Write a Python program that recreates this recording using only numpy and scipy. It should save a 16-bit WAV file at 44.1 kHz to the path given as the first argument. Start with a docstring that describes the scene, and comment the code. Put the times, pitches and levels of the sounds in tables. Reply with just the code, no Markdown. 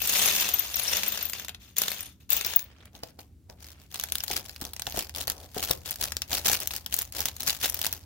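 """Plastic bricks poured on a table, then the bag crumpled

A small room with a low hum, a stereo pair of microphones. To the left, small bricks slide from a bag
onto a heap on a wooden table, clacking and ringing in one long pour and two last shakes; a round
piece rolls over the wood. Then, close up and almost central, the thin empty bag is pulled and
crumpled: creases snap, the sheet crackles and flaps."""
import sys
import numpy as np
from scipy import signal
from scipy.fft import rfft, irfft, next_fast_len
from scipy.io import wavfile

SR = 44100
rng = np.random.default_rng(int(sys.argv[2]) if len(sys.argv) > 2 else 0)


def materialize(psi):
    """Save the field psi as 16-bit PCM at rate SR to the path in sys.argv[1].

    A 1-D psi becomes a single channel; in a 2-D psi each row is a channel.
    """
    bounded = np.clip(np.atleast_2d(psi).T, -1, 1)
    quanta = np.round(bounded * 32767).astype(np.int16)
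    wavfile.write(sys.argv[1], SR, quanta)


N = 355005

# Spectrum of a crease giving way in the plastic film: frequency_hz, level_db
CREASE_SPECTRUM = [(120, -31.5), (200, 6), (273, -37), (473, -11.5), (821, -4), (1120, -8), (1740, -2.5),
                   (2020, -4.5), (3490, 0), (6280, 0), (8270, -7), (13300, -2), (16000, -2)]
# Spectrum of a whole panel of the bag moving: frequency_hz, level_db
PANEL_SPECTRUM = [(70, 6), (130, -6.5), (220, -4.5), (400, -3), (750, -1), (1100, -10.5), (1900, -20.5),
                  (4500, -41)]
CREASE_T60_S = .012


def amp(db):
    """Decibels to gain."""
    return 10 ** (np.asarray(db) / 20)


def unit(x):
    """Scaled to rms 1."""
    return x / np.sqrt(np.mean(x ** 2) + 1e-20)


def along(points, hz):
    """A curve of (frequency_hz, value) points, read on a log frequency axis."""
    point_hz, values = np.transpose(points)
    return np.interp(np.log(hz + 1), np.log(point_hz + 1), values)


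def above(hz, corner_hz):
    """Smooth step from 0 below the corner to 1 above it."""
    return hz ** 6 / (hz ** 6 + corner_hz ** 6)


def microphone_pair(hz, count):
    """Random left and right spectra, alike in the bass and less so in the treble."""
    # Likeness of the sound at the two microphones: frequency_hz, coherence
    likeness = [(100, 0.94), (500, 0.88), (1500, 0.59), (5000, 0.53), (15000, 0.084)]
    shared, *own = np.exp(2j * np.pi * rng.random((3, count, len(hz)), dtype=np.float32))
    alike = np.clip(along(likeness, hz), 0, 1)
    return np.sqrt(alike) * shared + np.sqrt(1 - alike) * np.array(own)


def noise(spectrum):
    """Steady stereo noise of rms 1."""
    size = next_fast_len(N, True)
    hz = np.fft.rfftfreq(size, 1 / SR)
    coloured = microphone_pair(hz, 1)[:, 0] * amp(along(spectrum, hz))
    return unit(irfft(coloured, size)[:, :N])


def place(times, sounds):
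    """Sum short stereo sounds (2, events, samples) at their times."""
    index = (np.asarray(times) * SR).astype(int)[:, None] + np.arange(sounds.shape[-1])
    return np.array([np.bincount(index.ravel(), side.ravel(), N)[:N] for side in sounds])


def cracks(body_db, spectrum, t60, uneven_db, size=512):
    """Short bursts of energy 1 with their own formants, decay and direction; body_db acts below 6 kHz."""
    count = len(body_db)
    hz, t = np.fft.rfftfreq(size, 1 / SR), np.arange(size) / SR
    knots = rng.standard_normal((count, 24))
    # small parts resonate only in the treble
    formants = signal.resample(knots, len(hz), axis=1) * above(hz, 1900)
    colour = amp(along(spectrum, hz) + uneven_db * formants + body_db[:, None] * (1 - above(hz, 5980)))
    lag, pan, life = rng.standard_normal((3, count, 1))
    sides = np.array([1, -1])[:, None, None]
    left_lead_s = .00006 + .00008 * lag
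    direction = np.exp(sides * 1j * np.pi * hz * left_lead_s) * amp(sides * 1.32 * pan)
    fade = amp(-60 * t / (t60 * np.exp(.25 * life))) * (1 - np.exp(-t / .0002))
    burst = irfft(microphone_pair(hz, count) * colour * direction) * fade
    return burst / np.sqrt(np.sum(burst ** 2, axis=(0, 2), keepdims=True) / 2)


def rings(hz, t60, attack_s, size=1536):
    """One damped mode of energy 1 for each pitch; its phase differs between the microphones."""
    t = np.arange(size) / SR
    phase = 2 * np.pi * rng.random((2, len(hz), 1))
    fade = amp(-60 * t / t60) * (1 - np.exp(-t / attack_s))
    return np.sin(2 * np.pi * hz[:, None] * t + phase) * fade / np.sqrt(np.sum(fade ** 2) / 2)


def swarm(start_s, end_s, per_s, spread_db):
    """Irregular times and uneven sizes of many small contacts, of mean power 1."""
    count = int((end_s - start_s) * per_s)
    shift, chance = rng.random((count, 2)).T
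    times = start_s + np.abs(np.arange(count) + 2 * shift - 1) / per_s
    return times, unit(amp(spread_db * chance ** 2)) * np.sqrt(SR / per_s)


def room_tone():
    """Faint air noise over a narrow low drone, which is stronger with the hands close by."""
    # Rise and fall of the drone: time_s, level_db
    swell = [(0.0, -52), (2.7, -55), (4.6, -50.5), (5.7, -47.5), (6.2, -48), (8.05, -47.5)]
    # Spectrum of the drone: frequency_hz, level_db
    drone = [(25, -39), (42, -29.5), (53, -3), (64, -6), (77, 8), (90, -7), (105, -5), (140, -16.5),
             (260, -43.5)]
    # Spectrum of the air in the room: frequency_hz, level_db
    air = [(35, -32), (60, -7), (87, -7), (108, -15), (274, -19), (862, -51), (7400, -58.5), (8710, -60.5),
           (16000, -62)]
    drone_db = np.interp(np.arange(N) / SR, *np.transpose(swell))
    return amp(drone_db - 3) * noise(drone) + amp(-57) * noise(air)


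def room(x, wet_db):
    """The sound plus a diffuse tail from the near walls, whose treble dies first."""
    # Decay of the room: frequency_hz, t60_s
    decay = [(150, 0.35), (1000, 0.32), (4000, 0.13), (9000, 0.12), (16000, 0.16)]
    wash = noise([(100, -2), (5000, -6), (12000, -6.5)])[:, :SR // 2]
    hz, t, spectra = signal.stft(wash, SR, nperseg=256)
    tail = signal.istft(spectra * amp(-60 * t / along(decay, hz)[:, None]), SR, nperseg=256)[1]
    tail = np.pad(tail / np.linalg.norm(tail[0]), ((0, 0), (220, 0)))  # arrives 5 ms late
    return x + amp(wet_db) * signal.fftconvolve(x, tail, axes=1)[:, :N]


def rolling_piece(fade_s=.032):
    """A round piece ticks softly over the grain of the wood."""
    # Runs across the table: start_s, end_s, level_db
    runs = [(2.617, 2.886, -60), (2.949, 3.126, -64.5), (3.58, 3.86, -64)]
    # Spectrum of one tick on the grain: frequency_hz, level_db
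    tick_spectrum = [(200, -9), (600, 1), (950, -7), (1400, -1.5), (2700, -3), (4500, -9.5), (7000, -17.5),
                     (16000, -31)]
    times, sizes = swarm(2.5, 4, per_s=400, spread_db=15)
    start, end, db = np.transpose(runs)[:, :, None]
    moving = np.clip(np.minimum(times - start, end - times) / fade_s + .5, 0, 1)
    level = np.sum(amp(db) * moving, 0)
    ticks = cracks(np.zeros(len(times)), tick_spectrum, t60=.02, uneven_db=4.5)
    return place(times, ticks * (sizes * level)[:, None])


def handling(at, grip_db_per_s=675, relax_db_per_s=286):
    """Gains of crackle and flutter: the fingers tighten quickly and hold, the film relaxes more slowly."""
    # Squeezes and pulls of the bag: start_s, length_s, crackle_db, flutter_db
    squeezes = [(2.951, 0.011, -52.5, -52.5), (3.042, .02, -51.5, -56), (3.196, 0.011, -51.5, -56),
                (3.504, 0.016, -60.5, -54.5), (3.61, .1, -51, -62), (3.806, 0.0081, -52, -65),
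                (3.922, 0.35, -47.5, -59), (4.305, 0.077, -35.5, -43.5), (4.454, 0.064, -48.5, -58),
                (4.614, 0.049, -44.5, -47.5), (4.863, 0.025, -39.5, -52), (4.966, 0.03, -29.5, -42),
                (5.175, 0.02, -32.5, -41), (5.284, 0.047, -44, -48), (5.361, 0.084, -51.5, -49.5),
                (5.564, 0.021, -33, -47), (5.617, 0.098, -33, -48), (5.862, 0.047, -35, -49.5),
                (6.009, 0.048, -32.5, -43), (6.315, .07, -29.5, -40.5), (6.462, 0.078, -24.5, -43),
                (6.595, .04, -38, -45), (6.711, 0.047, -37, -50.5), (6.928, 0.088, -35.5, -51.5),
                (7.156, 0.056, -32, -45), (7.252, 0.023, -38, -47), (7.403, 0.063, -35.5, -48.5),
                (7.476, 0.031, -25.5, -60), (7.631, 0.026, -25, -49), (7.703, 0.18, -41.5, -51),
                (7.842, 0.0076, -28, -53), (7.928, 0.012, -40, -48)]
    held = (3.93, 5.97, -58, -62)  # the bag stirs for as long as it is in the hands
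    t = np.arange(0, N, 64) / SR
    start, length, *levels = np.transpose(squeezes + [held])[:, :, None]
    grip_db = -grip_db_per_s * np.maximum(start - t, 0)
    relax_db = -relax_db_per_s * np.maximum(t - start - length, 0)
    return [np.interp(at, t, amp(np.max(db + grip_db + relax_db, 0))) for db in levels]


def bag_crackle():
    """Swarms of tiny creases give way while film rubs on film and the sheet flutters."""
    # Spectrum of film sliding on film: frequency_hz, level_db
    rub_spectrum = [(400, -29), (1200, -20), (2700, 7), (4500, -2), (8000, 1), (16000, -22.5)]
    times, sizes = swarm(2.75, 8.05, per_s=750, spread_db=28)
    level = handling(times)[0] * amp(1.5)
    creases = cracks(np.zeros(len(times)), CREASE_SPECTRUM, CREASE_T60_S, uneven_db=3.5, size=256)
    grip, shake = handling(np.arange(N) / SR)
    # capped: a firmer grip buckles the film instead of sliding it
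    rub = noise(rub_spectrum) * np.minimum(grip * amp(-20), amp(-36))
    flutter = noise(PANEL_SPECTRUM) * shake * amp(-1.5)
    return place(times, creases * (sizes * level)[:, None]) + rub + flutter


def bag_snaps():
    """A large crease buckles with a dry, sharp tick, and the sheet shivers briefly after it."""
    # Creases snapping through: start_s, treble_db, body_over_treble_db
    buckles = [(2.855, -47.5, -8), (2.9513, -53.5, 7.5), (3.0343, -33.5, 0), (3.1916, -53.5, 10),
               (3.4985, -52, 7), (3.9434, -27, -2.5), (3.9574, -33, 0.5), (3.9978, -25, -6),
               (4.0111, -33, -3), (4.0374, -21.5, -7.5), (4.087, -38.5, -1), (4.1215, -21.5, -11.5),
               (4.1544, -21, -10), (4.183, -29, -7.5), (4.2045, -31.5, 1), (4.237, -23, -10),
               (4.2808, -27, -7.5), (4.3123, -31, 2.5), (4.3653, -22.5, -3), (4.494, -42, 5.5),
               (4.562, -42, 2.5), (4.613, -28, -6), (4.651, -30.5, -6), (4.734, -29.5, -10.5),
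               (4.7642, -34.5, -3), (4.7956, -32, 0.5), (4.8198, -29, -2.5), (4.868, -28.5, -0.5),
               (4.923, -37, 1.5), (4.9726, -26, -13), (4.9909, -23, -7), (5.0943, -38, -1),
               (5.149, -37.5, 4), (5.1608, -29.5, -7), (5.2131, -27, -5.5), (5.2724, -28.5, -2),
               (5.2788, -23, -4.5), (5.2995, -21.5, -4), (5.3188, -29.5, -10), (5.637, -26, -7),
               (5.6953, -31, -0.5), (5.7108, -17.5, -3), (5.909, -21.5, -39), (5.958, -34.5, -4.5),
               (6.012, -23, -15), (6.039, -21.5, -14), (6.12, -28.5, -1), (6.168, -25.5, -2),
               (6.2192, -27, 0), (6.3303, -22, -3), (6.377, -30, 1.5), (6.4581, -27, -8),
               (6.4976, -23, -15), (6.5293, -20.5, -20), (6.6028, -26.5, -16), (6.6733, -21, -14),
               (6.7081, -40, 7), (6.764, -26.5, -14), (6.862, -26, -3), (6.9256, -31.5, 0),
               (6.941, -16, -17.5), (6.9648, -23, -21), (6.989, -19.5, -15), (7.0186, -21.5, -34),
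               (7.1232, -32.5, -14), (7.205, -21, -5), (7.2556, -17.5, -8), (7.2846, -27, -3),
               (7.3653, -35, -5.5), (7.406, -25, -10), (7.4342, -32, -12), (7.4782, -24.5, -3.5),
               (7.6127, -33, -4), (7.6426, -24.5, 1), (7.698, -21.5, -16), (7.7435, -22.5, -11),
               (7.7906, -29, -8), (7.8154, -22.5, -5.5), (7.8657, -20, -6.5), (7.9268, -25, -3.5)]
    times, db, body_db = np.transpose(buckles)
    sizes = (amp(db) * np.hypot(1, amp(body_db)))[:, None]
    tick = cracks(body_db + 2.5, CREASE_SPECTRUM, CREASE_T60_S, uneven_db=4) * sizes * amp(23)
    shiver = cracks(body_db + 10, CREASE_SPECTRUM, t60=.05, uneven_db=2, size=2048) * sizes * amp(12)
    return place(times, tick) + place(times, shiver)


def bag_flaps():
    """A whole panel pops over: a soft thud and a brief hollow note."""
    # Panels popping over: start_s, level_db, pitch_hz
    pops = [(3.032, -32.5, 494), (3.189, -39.5, 760), (3.496, -40.5, 473), (4.303, -29.5, 817),
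            (4.362, -35, 328), (4.619, -30.5, 276), (4.874, -29.5, 700), (4.943, -28, 620),
            (4.974, -23, 723), (5.276, -32, 534), (5.565, -23.5, 425), (5.591, -32, 724), (5.707, -20, 500),
            (6.326, -29, 665), (6.453, -32.5, 850), (6.497, -28, 800), (7.198, -32, 830), (7.64, -30, 805)]
    times, db, hz = np.transpose(pops)
    thuds = cracks(np.zeros(len(times)), PANEL_SPECTRUM, t60=.04, uneven_db=0, size=3072)
    notes = rings(hz, t60=.027, attack_s=.002, size=3072)
    return place(times, (thuds + notes) * amp(db + 18)[:, None])


def table_knocks(times, forces):
    """Every blow passes through the heap and knocks faintly on the wood."""
    # Modes of the wooden top: pitch_hz, level_db, t60_s
    wood_modes = [(125, -5, 0.089), (196, -1, 0.24), (298, -13, 0.14)]
    t = np.arange(SR // 5) / SR
    knock = sum(amp(db - 60 * t / t60) * np.sin(2 * np.pi * hz * t) for hz, db, t60 in wood_modes)
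    blows = np.bincount((times * SR).astype(int), forces * rng.standard_normal(len(times)), N)
    return amp(-27) * signal.fftconvolve(blows, knock / np.linalg.norm(knock))[:N]


def heap_resonance(x, hz, width_hz, level_db):
    """The many alike bricks lying in the heap ring along at a shared pitch."""
    b, a = signal.iirpeak(hz, hz / width_hz, SR)
    return x + amp(level_db) * signal.lfilter(b, a, x)


def brick_strikes(times, sizes, body_db, t60, ring_db, ring_t60):
    """Brick on brick: a dry crack, one of the modes the alike pieces share, and the table beneath."""
    # Resonances of the bricks: pitch_hz, width_hz, level_db
    brick_modes = [(2690, 240, 3.5), (3326, 47, -14.5), (3940, 72, -23.5), (5860, 130, -5), (6450, 37, 0.5),
                   (7130, 130, -12.5), (8770, 120, -1), (11860, 300, 0.5), (13400, 310, -15),
                   (15200, 110, 5.5)]
    # Spectrum of the crack: frequency_hz, level_db
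    crack_spectrum = [(59, -66.5), (100, 0), (160, -32), (202, -15.5), (239, -17), (513, -6.5), (1130, -8),
                      (3540, -1), (4870, -4), (6700, -1.5), (7940, -10.5), (12700, -6.5), (13800, 1),
                      (16000, -20)]
    mode_hz, width_hz, mode_db = np.transpose(brick_modes)
    pick = rng.integers(len(mode_hz), size=len(times))
    pitch_hz = mode_hz[pick] + width_hz[pick] / 2 * rng.standard_normal(len(times))
    ring = rings(pitch_hz, ring_t60, attack_s=.000097) * (sizes * amp(ring_db + mode_db[pick]))[:, None]
    crack = cracks(body_db, crack_spectrum, t60, uneven_db=4.5) * sizes[:, None]
    return place(times, crack) + place(times, ring) + table_knocks(times, sizes * amp(body_db / 2))


def bouncing_pieces(bounces=4):
    """A small free piece rings on one high note, then chatters on in quick bounces."""
    # Small pieces bouncing free: start_s, level_db, pitch_hz
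    pings = [(0.0199, -22.5, 14700), (0.264, -18, 11100), (0.5387, -14, 13800), (0.5447, -18.5, 14000),
             (0.5935, -14, 13900), (0.586, -29, 5640), (0.743, -27, 5620), (0.7567, -19, 13600),
             (0.7953, -26, 10770), (0.834, -24.5, 11030), (0.8787, -22, 5610), (0.8937, -28, 5660),
             (0.933, -23, 5640), (1.0803, -17, 14300), (1.1217, -25, 14300), (1.2265, -22, 13900),
             (1.2535, -21, 14300), (1.2962, -32, 14300), (1.7821, -28, 14100), (1.9039, -29, 12200),
             (2.0072, -38.5, 13900), (2.0275, -34.5, 9540), (2.3026, -16, 15600), (2.3306, -13.5, 15300),
             (2.3659, -20, 15400), (2.4637, -20, 15860), (2.5617, -7, 15650)]
    times, db, hz = np.transpose(pings)
    first = place(times, rings(hz, t60=.02, attack_s=.002) * amp(db + 21)[:, None])
    gap, softness, detune = rng.random((3, len(times), bounces))
    bounce_s = times[:, None] + np.cumsum(.0016 + .043 * gap, axis=1)
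    bounce_db = np.minimum(db, -21)[:, None] + 12.5 - 7 * softness - 3.2 * np.arange(bounces)
    bounce_hz = hz[:, None] * (1 + .049 * (detune - .5))  # each new contact detunes the piece a little
    chatter = rings(bounce_hz.ravel(), t60=.014, attack_s=.00041) * amp(bounce_db).reshape(-1, 1)
    return first + place(bounce_s.ravel(), chatter)


def brick_clacks():
    """The harder landings stand out of the stream."""
    # Single bricks landing: start_s, treble_db, body_over_treble_db
    landings = [(0.018, -27.5, 2.5), (0.073, -19, -12), (0.0936, -19, -7), (0.1238, -22.5, -17),
                (0.258, -21.5, 2), (0.361, -21, -12), (0.408, -22, -10), (0.4893, -22, -6), (0.742, -30, 4),
                (0.7675, -29, 0.5), (0.7955, -25.5, 2), (0.932, -24.5, 4.5), (0.9687, -23.5, 0.5),
                (1.0334, -25, 2.5), (1.1748, -33, 5), (1.2966, -30, -5), (1.3335, -29, 2),
                (1.3968, -35, 3.5), (1.4473, -37, 3), (1.4832, -39.5, 8.5), (1.4924, -39, 8),
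                (1.5463, -43, 6), (1.767, -29.5, -3), (1.7833, -15, -15), (1.8175, -19, -1.5),
                (1.8354, -28, 3), (1.8817, -26, 4), (1.9172, -26, -3), (2.007, -29, -6),
                (2.0577, -39, -3.5), (2.3035, -21.5, -11), (2.321, -21.5, -6), (2.3291, -20, -8),
                (2.3666, -30, 0), (2.411, -31, 6), (2.4474, -30.5, 6.5), (2.462, -32, -9),
                (2.536, -37, 6.5), (2.5625, -28.5, -7), (2.5928, -31.5, -1)]
    times, db, body_db = np.transpose(landings)
    sizes = amp(db + 21.5) * np.hypot(1, amp(body_db))
    return brick_strikes(times, sizes, body_db - 3, t60=.02, ring_db=-15, ring_t60=.03)


def brick_flow(at, trickle_db=-13.5, settle_db_per_s=230, dulling_db_per_s=8):
    """Gain and body_db of the stream: each surge builds from a trickle, thins out and settles."""
    # Surges out of the bag: start_s, full_flow_s, end_s, level_db, thinning_db_per_s, body_over_treble_db
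    surges = [(0.04, 0.09, 0.23, -38, 6.5, 3), (0.0, 0.179, 0.4, -22.5, 10.5, -2.5),
              (0.39, 0.404, 0.68, -28, 37, 1.5), (0.646, 0.91, 1.253, -29.5, 22.5, -0.5),
              (1.314, 1.345, 1.424, -40, 48, 3.5), (1.594, 1.607, 1.712, -54, 38, 3.5),
              (1.76, 1.776, 2.062, -33.5, 40.5, 0.5), (2.2, 2.199, 2.215, -61, 48, 4.5),
              (2.291, 2.32, 2.41, -30, 75, 0.5), (2.44, 2.456, 2.6, -33.5, 75, 4.5)]
    start, full, end, db, thinning, body_db = np.transpose(surges)[:, :, None]
    build_db = trickle_db * np.clip((full - at) / np.maximum(full - start, 1 / SR), 0, 1)
    fall_db = thinning * np.maximum(at - full, 0) + settle_db_per_s * np.maximum(at - end, 0)
    power = (at >= start) * amp(db + build_db - fall_db) ** 2 + 1e-20
    # falling bricks sound bright, sliding ones duller
    colour_db = body_db + dulling_db_per_s * np.clip(at - start, 0, 1)
    return np.sqrt(power.sum(0)), np.average(colour_db, axis=0, weights=power)


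def brick_pour():
    """Hundreds of small collisions a second as the bricks slide over one another."""
    times, sizes = swarm(0, 2.75, per_s=900, spread_db=14)
    level, body_db = brick_flow(times)
    return brick_strikes(times, sizes * level, body_db, t60=.029, ring_db=-7.5, ring_t60=.04)


def scene():
    """Bricks on the table to the left, the bag nearer the microphones and almost central."""
    clatter = heap_resonance(brick_pour() + brick_clacks(), hz=3540, width_hz=96, level_db=-5)
    bricks = clatter * amp([[1.3], [-2]]) + bouncing_pieces() * amp([[3.2], [-8]]) + rolling_piece()
    bag = (bag_crackle() + bag_snaps() + bag_flaps()) * amp([[1.2], [-1.5]])
    return room(bricks, wet_db=-12) + room(bag, wet_db=-15) + room_tone()


def record(dry):
    """The microphones lose the deepest bass, and nothing is kept above the band limit."""
    low_cut_hz, top_hz = 29, 16100
    size = next_fast_len(N + SR // 2)
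    hz = np.fft.rfftfreq(size, 1 / SR)
    passband = np.clip((top_hz - hz) / 400 + .5, 0, 1) * above(hz, low_cut_hz)
    return irfft(rfft(dry, size) * passband, size)[:, :N]


dry = scene()
out = record(dry)
materialize(out)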